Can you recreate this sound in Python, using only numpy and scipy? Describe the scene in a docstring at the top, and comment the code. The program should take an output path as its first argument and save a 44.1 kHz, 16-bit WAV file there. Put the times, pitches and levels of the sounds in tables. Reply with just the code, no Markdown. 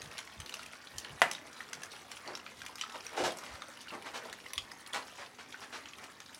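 """A small room, the microphone above a litter of puppies eating wet mush off a painted floor.
From the start, over faint room air, tongues lap with dull pops and a fine sticky crackle, wet films
tear into smacks, and jostling bodies give soft low bumps. At 1.2 s something hard is knocked once and
rings briefly. From 2.3 s paws and muzzles scuff the floor, hardest near 3.2 s. The loudest smack
comes at 4.6 s, and the feeding carries on a little more quietly to the end."""
import sys
import numpy as np
from scipy import signal
from scipy.fft import rfft, irfft, next_fast_len
from scipy.io import wavfile
from scipy.ndimage import map_coordinates

SR = 44100
rng = np.random.default_rng(int(sys.argv[2]) if len(sys.argv) > 2 else 0)


def master(y):
    """Save y as 16-bit WAV."""
    cut = np.clip(np.atleast_2d(y).T, -1, 1)
    pcm = np.round(cut * 32767)  # scale
    wavfile.write(sys.argv[1], SR, pcm.astype(np.int16))


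N = 281799
TOP_HZ = 16100  # upper edge of the microphone's band


def amp(db):
    """Decibels to gain."""
    return 10 ** (np.asarray(db) / 20)


def unit(x):
    """Scale to rms 1."""
    return x / np.sqrt(np.mean(x ** 2) + 1e-20)


def along(points, hz):
    """Read (frequency [Hz], value) points on a log frequency axis."""
    point_hz, values = np.transpose(points)
    return np.interp(np.log(hz + 1), np.log(point_hz + 1), values)


def add(track, s, x):
    """Mix x into the track from time s on."""
    start = max(round(s * SR), 0)
    part = track[start:start + len(x)]
    part += x[:len(part)]


def filtered(x, response):
    """Filter x by the gain response(hz)."""
    size = next_fast_len(len(x) + 4096, True)
    return irfft(rfft(x, size) * response(np.fft.rfftfreq(size, 1 / SR)), size)[:len(x)]


def coloured(x, spectrum):
    """Filter x by (frequency [Hz], level [dB]) points, then scale to rms 1."""
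    return unit(filtered(x, lambda hz: amp(along(spectrum, hz))))


def impulse(db_of, size=2048):
    """The minimum-phase click with spectral shape db_of(hz) and peak 1."""
    cepstrum = irfft(np.log(amp(db_of(np.fft.rfftfreq(size, 1 / SR))) + 1e-6))
    cepstrum[1:size // 2] *= 2
    cepstrum[size // 2 + 1:] = 0
    click = irfft(np.exp(rfft(cepstrum)))
    return click / np.abs(click).max()


def bell(hz, centre, width):
    """The power curve of one resonance."""
    return 1 / (1 + (2 * (hz - centre) / width) ** 2)


def stroke(length_s, rise_s, fall_s):
    """Envelope of a push that swells, lasts and dies away."""
    t = np.arange(int((length_s + 8 * fall_s) * SR)) / SR
    return (1 - np.exp(-t / rise_s)) * np.exp(-np.maximum(t - length_s, 0) / fall_s)


def grains(per_s, centre_hz, octaves, cycles, scatter_db, count=12000, size=160):
    """Tiny bursts or slips at random times: damped sines of random pitch and strength."""
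    wait, pitch, strength = rng.random((count, 3)).T
    start = np.cumsum(-np.log(1 - wait)) / per_s
    heard = start < N / SR
    hz = np.minimum(centre_hz * 2 ** (octaves * (2 * pitch[heard, None] - 1)), TOP_HZ)
    gain = amp(scatter_db * np.minimum(-np.log(1 - strength[heard, None]), 4))
    turns = hz * np.arange(size) / SR
    waves = gain * np.sin(2 * np.pi * turns) * np.exp(-turns / cycles) * np.linspace(1, 0, size)
    where = (start[heard, None] * SR).astype(int) + np.arange(size)
    return unit(np.bincount(where.ravel(), waves.ravel(), N)[:N])


# Room tone at the microphone: (frequency [Hz], relative level [dB])
AIR_SPECTRUM = [(30, -39), (75, 3), (110, 1.5), (170, -0.5), (240, 7), (500, -9.5), (1500, -7.5),
                (5000, -16), (16000, -26)]
def air(level_db=-63.0):
    """The small room's air: faint steady noise, mostly low."""
    return amp(level_db) * coloured(rng.standard_normal(N), AIR_SPECTRUM)


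# How busily the litter laps below the microphone: (time [s], relative level [dB])
FEEDING_EFFORT = [(0.0, -54), (1.03, -53.5), (1.21, -52.5), (1.41, -54.5), (2.28, -54), (2.46, -57),
                  (3.1, -53), (3.33, -51), (3.86, -54), (4.24, -53), (4.36, -55.5), (5.11, -55),
                  (5.44, -59.5), (5.68, -54.5), (6.32, -58), (6.39, -57.5)]
def effort_db():
    """The litter's lapping swells and eases: its level in dB at each sample."""
    return np.interp(np.arange(N) / SR, *np.transpose(FEEDING_EFFORT))


def licks(depth_db, per_s):
    """A gain that wavers at random as single licks come and go."""
    knots = rng.standard_normal(int(N * per_s / SR) + 4)
    return amp(depth_db * map_coordinates(knots, [np.arange(N) * per_s / SR]))


# Dull pops in the mush on the floor: (frequency [Hz], relative level [dB])
POP_SPECTRUM = [(100, -8.5), (240, -8.5), (600, -3), (1100, 5.5), (2200, 8), (3500, -14), (6000, -34)]
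# Sticky crackle of the mush: (frequency [Hz], relative level [dB])
CRACKLE_SPECTRUM = [(800, -4.5), (2500, -1.5), (6000, -0.5), (7500, -3), (10300, -1), (12000, -7.5),
                    (16000, -9)]
def feeding(lap_db=-3.5, crackle_db=-6.0):
    """Many tongues work the mush: films and bubbles burst in dull pops and a finer sticky crackle."""
    pops = grains(per_s=1200, centre_hz=1200, octaves=2, cycles=1.6, scatter_db=3, size=400)
    crackle = grains(per_s=1500, centre_hz=6200, octaves=1.35, cycles=3, scatter_db=3.6, size=240)
    lapping = amp(lap_db) * coloured(pops, POP_SPECTRUM) * licks(depth_db=1.5, per_s=20)
    sticky = amp(crackle_db) * coloured(crackle, CRACKLE_SPECTRUM) * licks(depth_db=2.5, per_s=36)
    return amp(effort_db()) * (lapping + sticky)


# One snap of a wet film, heard from above: (frequency [Hz], relative level [dB])
SNAP_SPECTRUM = [(150, -33), (600, -15), (1200, 0), (3200, -2), (6000, -2.5), (7500, -7), (10500, -6),
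                 (12500, -14), (16000, -18)]
def smack(mouth_hz, treble_db, mouth_db=12, q=3.4, cavity_db=8, cavity_q=6, tear_s=0.00126, size=512):
    """A wet film tears in a quick run of snaps that ring the mouth and three small cavities."""
    cavities_hz = 2200 * 5 ** rng.random(3)

    def ring_db(hz):
        mouth = mouth_db * bell(hz, mouth_hz, mouth_hz / q)
        cavities = [cavity_db * bell(hz, centre, centre / cavity_q) for centre in cavities_hz]
        tilt = (treble_db + 8.0) * np.log10(1 + (hz / 5000) ** 3)  # a slower tear loses the top first
        return along(SNAP_SPECTRUM, hz) + np.max([mouth] + cavities, axis=0) + tilt

    age = np.arange(size) / SR / tear_s
    snaps = rng.standard_normal(size) * (age + .5) * np.exp(-age)  # the tear speeds up, then runs out
    snaps[round(tear_s * SR / 2)] = 1
    wave = signal.fftconvolve(impulse(ring_db), snaps)
    return wave / np.linalg.norm(wave)


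def quiet_smacks(pups=4, laps_per_s=3.4, uneven_laps=0.4, boost_db=15.5, scatter_db=2):
    """Each pup laps in its own loose rhythm; a half-closed mouth gives a pitched pop."""
    out, busy_db = np.zeros(N), effort_db()
    for _ in range(pups):
        phase = rng.random()
        for lap, (late, strength, opening, wetness) in enumerate(rng.standard_normal((40, 4))):
            s = (lap + phase + uneven_laps * late) / laps_per_s
            if 0 <= s < N / SR:
                db = busy_db[int(s * SR)] + boost_db + scatter_db * strength
                pop = smack(mouth_hz=2510 * 2 ** (0.67 * opening), treble_db=-21.5 + 9 * wetness,
                            mouth_db=15.5, q=2.8, tear_s=0.0016)
                add(out, s, amp(db) * pop)
    return out


# Smacks of the mouths nearest the microphone; a treble of -8 leaves the top untilted:
# (time [s], relative level [dB], mouth resonance [Hz], treble [dB])
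NEAR_SMACKS = [(0.018, -33, 6440, -10), (0.1807, -30, 4080, -15), (0.1877, -28, 2290, -17),
               (0.4015, -31.5, 1710, -15), (0.461, -34.5, 3660, -8), (0.4942, -32, 2980, -11),
               (0.5401, -26.5, 2800, -10), (0.5931, -32.5, 1410, -19), (0.733, -33.5, 1460, -23),
               (0.983, -25.5, 6450, -4.5), (1.047, -32, 3160, -20), (1.3132, -24, 6340, -6.5),
               (1.3496, -29.5, 3680, -23), (1.605, -28, 1740, -90), (1.7309, -27, 5940, -12),
               (1.8338, -29.5, 1670, -6), (2.1162, -30, 2360, -10.5), (2.276, -31.5, 1500, -22),
               (2.352, -27.5, 6000, -14), (2.4636, -32, 2730, -49), (2.6173, -31, 1440, -17),
               (2.663, -29.5, 2360, -6), (2.756, -34.5, 4970, -5), (2.7823, -35, 2880, -18),
               (2.8118, -23, 3080, -19.5), (2.836, -27.5, 1260, -56), (3.0655, -31.5, 5630, -12),
               (3.4633, -36.5, 2720, -18), (3.62, -30.5, 1290, -28), (4.3277, -30.5, 1780, -9),
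               (4.5338, -27.5, 3370, -5.5), (4.579, -20, 3530, -17.5), (4.9329, -27.5, 3340, -9),
               (4.9444, -28, 1950, -12), (5.5249, -34.5, 3470, -18), (5.5423, -32.5, 1540, -60),
               (5.8566, -35, 2840, -38), (5.934, -35.5, 2950, -24), (6.0399, -36.5, 1590, -6),
               (6.2024, -35, 2800, -15), (6.346, -36, 5160, -3)]
def smacks(gain_db=13, thread_db=-13, thread_s=0.013, threads=2):
    """The nearest mouths smack among the quiet ones; sticky threads snap faintly just after."""
    out = quiet_smacks()
    for s, db, mouth_hz, treble_db in NEAR_SMACKS:
        add(out, s, amp(db) * smack(mouth_hz, treble_db))
        for delay, shift in rng.random((threads, 2)):
            thread = smack(mouth_hz * 2 ** (shift - .5), treble_db)
            add(out, s + thread_s * (2 * delay + .2), amp(db + thread_db) * thread)
    return amp(gain_db) * out


# Bodies bumping down at floor level: (time [s], relative level [dB], centre frequency [Hz])
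BODY_BUMPS = [(0.022, -53, 110), (0.366, -50.5, 90), (0.925, -56, 82), (1.1, -52.5, 113), (1.75, -60, 170),
              (2.565, -63, 90), (3.199, -54, 90), (3.489, -55, 70), (4.564, -53, 62)]
def bumps(gain_db=-1):
    """Soft bodies jostle with low, toneless thuds."""
    out = np.zeros(N)
    push = stroke(length_s=0.056, rise_s=0.0049, fall_s=0.018)
    for s, db, centre_hz in BODY_BUMPS:
        thud = filtered(rng.standard_normal(SR // 2), lambda hz: bell(hz, centre_hz, width=centre_hz))
        add(out, s, amp(db + gain_db) * unit(thud[:len(push)]) * push)
    return out


# A hard blow in the room and its rebound: (time [s], direct peak level [dB])
KNOCK_HITS = [(1.2185, -4), (1.2241, -22)]
# Resonances of the knocked object: (frequency [Hz], width [Hz], relative strength [dB])
KNOCK_MODES = [(665, 300, 0), (930, 93, -4), (1993, 85, 1.5), (2430, 73, 0), (3040, 120, -8),
               (4630, 160, -8)]
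# The click of the contact: (frequency [Hz], relative level [dB])
CONTACT_SPECTRUM = [(60, -30), (170, -11), (400, -10), (750, -1.5), (1900, 2), (3000, -5.5), (4500, -14.5),
                    (7000, -17.5), (10000, -19.5), (16000, -35)]
def knock(ring_db=6):
    """A hard contact gives a sharp click and a brief ring."""
    out = np.zeros(N)
    ring = lambda hz: sum(amp(db) * bell(hz, centre, width) for centre, width, db in KNOCK_MODES)
    click = impulse(lambda hz: along(CONTACT_SPECTRUM, hz) + ring_db * ring(hz), size=8192)
    for s, db in KNOCK_HITS:
        add(out, s, amp(db) * click)
    return out


# Scuffs on the floor below the microphone:
# (time [s], nominal length [s], relative level [dB], body resonance [Hz], roll-off [Hz])
FLOOR_SCUFFS = [(2.262, 0.069, -43.5, 605, 1600), (2.937, 0.025, -43, 970, 2500),
                (3.113, 0.067, -46, 756, 2000), (3.164, 0.076, -32, 480, 2850),
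                (3.235, 0.047, -30, 706, 6130), (3.36, 0.29, -51.5, 750, 5000),
                (3.915, 0.054, -42, 605, 1460), (4.051, 0.027, -40, 950, 4020),
                (4.134, 0.045, -38.5, 1060, 5600), (4.224, 0.094, -49.5, 480, 1300),
                (4.933, 0.045, -34, 1030, 7000), (5.173, 0.081, -45, 1250, 4500),
                (5.38, 0.042, -48, 1960, 7000), (5.611, 0.035, -45, 1510, 4500),
                (5.721, 0.061, -41.5, 1810, 5000), (6.013, 0.052, -50.5, 700, 4000)]
# Rubbing on the painted floor: (frequency [Hz], relative level [dB])
RUB_SPECTRUM = [(50, -18), (200, -1.5), (420, 0.5), (800, 0.5), (2000, 1), (3800, 1), (5500, 1),
                (10500, -6), (12500, -14), (16000, -20)]
def scuffs(gain_db=-2, hold_share=0.66, body_db=7.5):
    """Paws and muzzles slide in dense slips; each scuff has its own body resonance and roll-off."""
    slips = grains(per_s=1700, centre_hz=2580, octaves=2.3, cycles=0.44, scatter_db=3.5)
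    rub = coloured(.5 * slips + rng.standard_normal(N), RUB_SPECTRUM)
    out = np.zeros(N)
    for s, length_s, db, body_hz, dull_hz in FLOOR_SCUFFS:
        push = stroke(hold_share * length_s, rise_s=0.0071, fall_s=0.023)
        body = lambda hz: amp(body_db * bell(hz, body_hz, width=2.5 * body_hz))
        band = lambda hz: hz / np.hypot(hz, body_hz / 2) / np.hypot(hz, dull_hz)
        contact = rub[round(s * SR):][:len(push)]
        slide = unit(filtered(contact, lambda hz: body(hz) * band(hz)))
        add(out, s, amp(db + gain_db) * slide * push[:len(slide)])
    return out


# The tail off the small room's walls: (frequency [Hz], time to fall 60 dB [s])
WALL_DECAY = [(150, 0.51), (800, 0.29), (3500, 0.2), (8000, 0.21), (15000, 0.18)]
def room(x, tail_db, early_db, early_t60_s=0.048, block=8192):
    """Floor and bodies scatter the sound at once, then the walls add a short tail."""
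    out = x.copy()
    for start in range(0, N, block):  # a fresh random tail each block, so no fixed colouring
        hz, t, noise = signal.stft(rng.standard_normal(SR // 3), SR, nperseg=256)
        decay = amp(-60 * t / along(WALL_DECAY, hz)[:, None])
        tail = signal.istft(noise * decay, SR, nperseg=256)[1]
        early = rng.standard_normal(len(tail)) * amp(-60 * np.arange(len(tail)) / SR / early_t60_s)
        tail *= amp(tail_db) / np.linalg.norm(tail)
        early *= amp(early_db) / np.linalg.norm(early)
        add(out, start / SR, signal.fftconvolve(x[start:start + block], early + tail))
    return out


def scene():
    """From above the litter: mouths, scuffs and knock carry the room; the bumps arrive dry."""
    mouths = room(smacks(), tail_db=-6.5, early_db=-8.0)
    mush = room(feeding(), tail_db=-4, early_db=-6.5)
    jostling = room(scuffs(), tail_db=-5, early_db=-13) + bumps()
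    blow = room(knock(), tail_db=-2.0, early_db=-3.0)
    return (mouths + mush + jostling + blow + air())[None]


def record(dry, bass_cut_hz=52):
    """A mono phone microphone overhead thins the deep bass and keeps nothing above its band."""
    bass_cut = signal.butter(4, bass_cut_hz, "highpass", fs=SR, output="sos")
    thinned = signal.sosfilt(bass_cut, dry[0])
    return filtered(thinned, lambda hz: 1 / (1 + (hz / TOP_HZ) ** 160))[None]


dry = scene()
out = record(dry)
master(out)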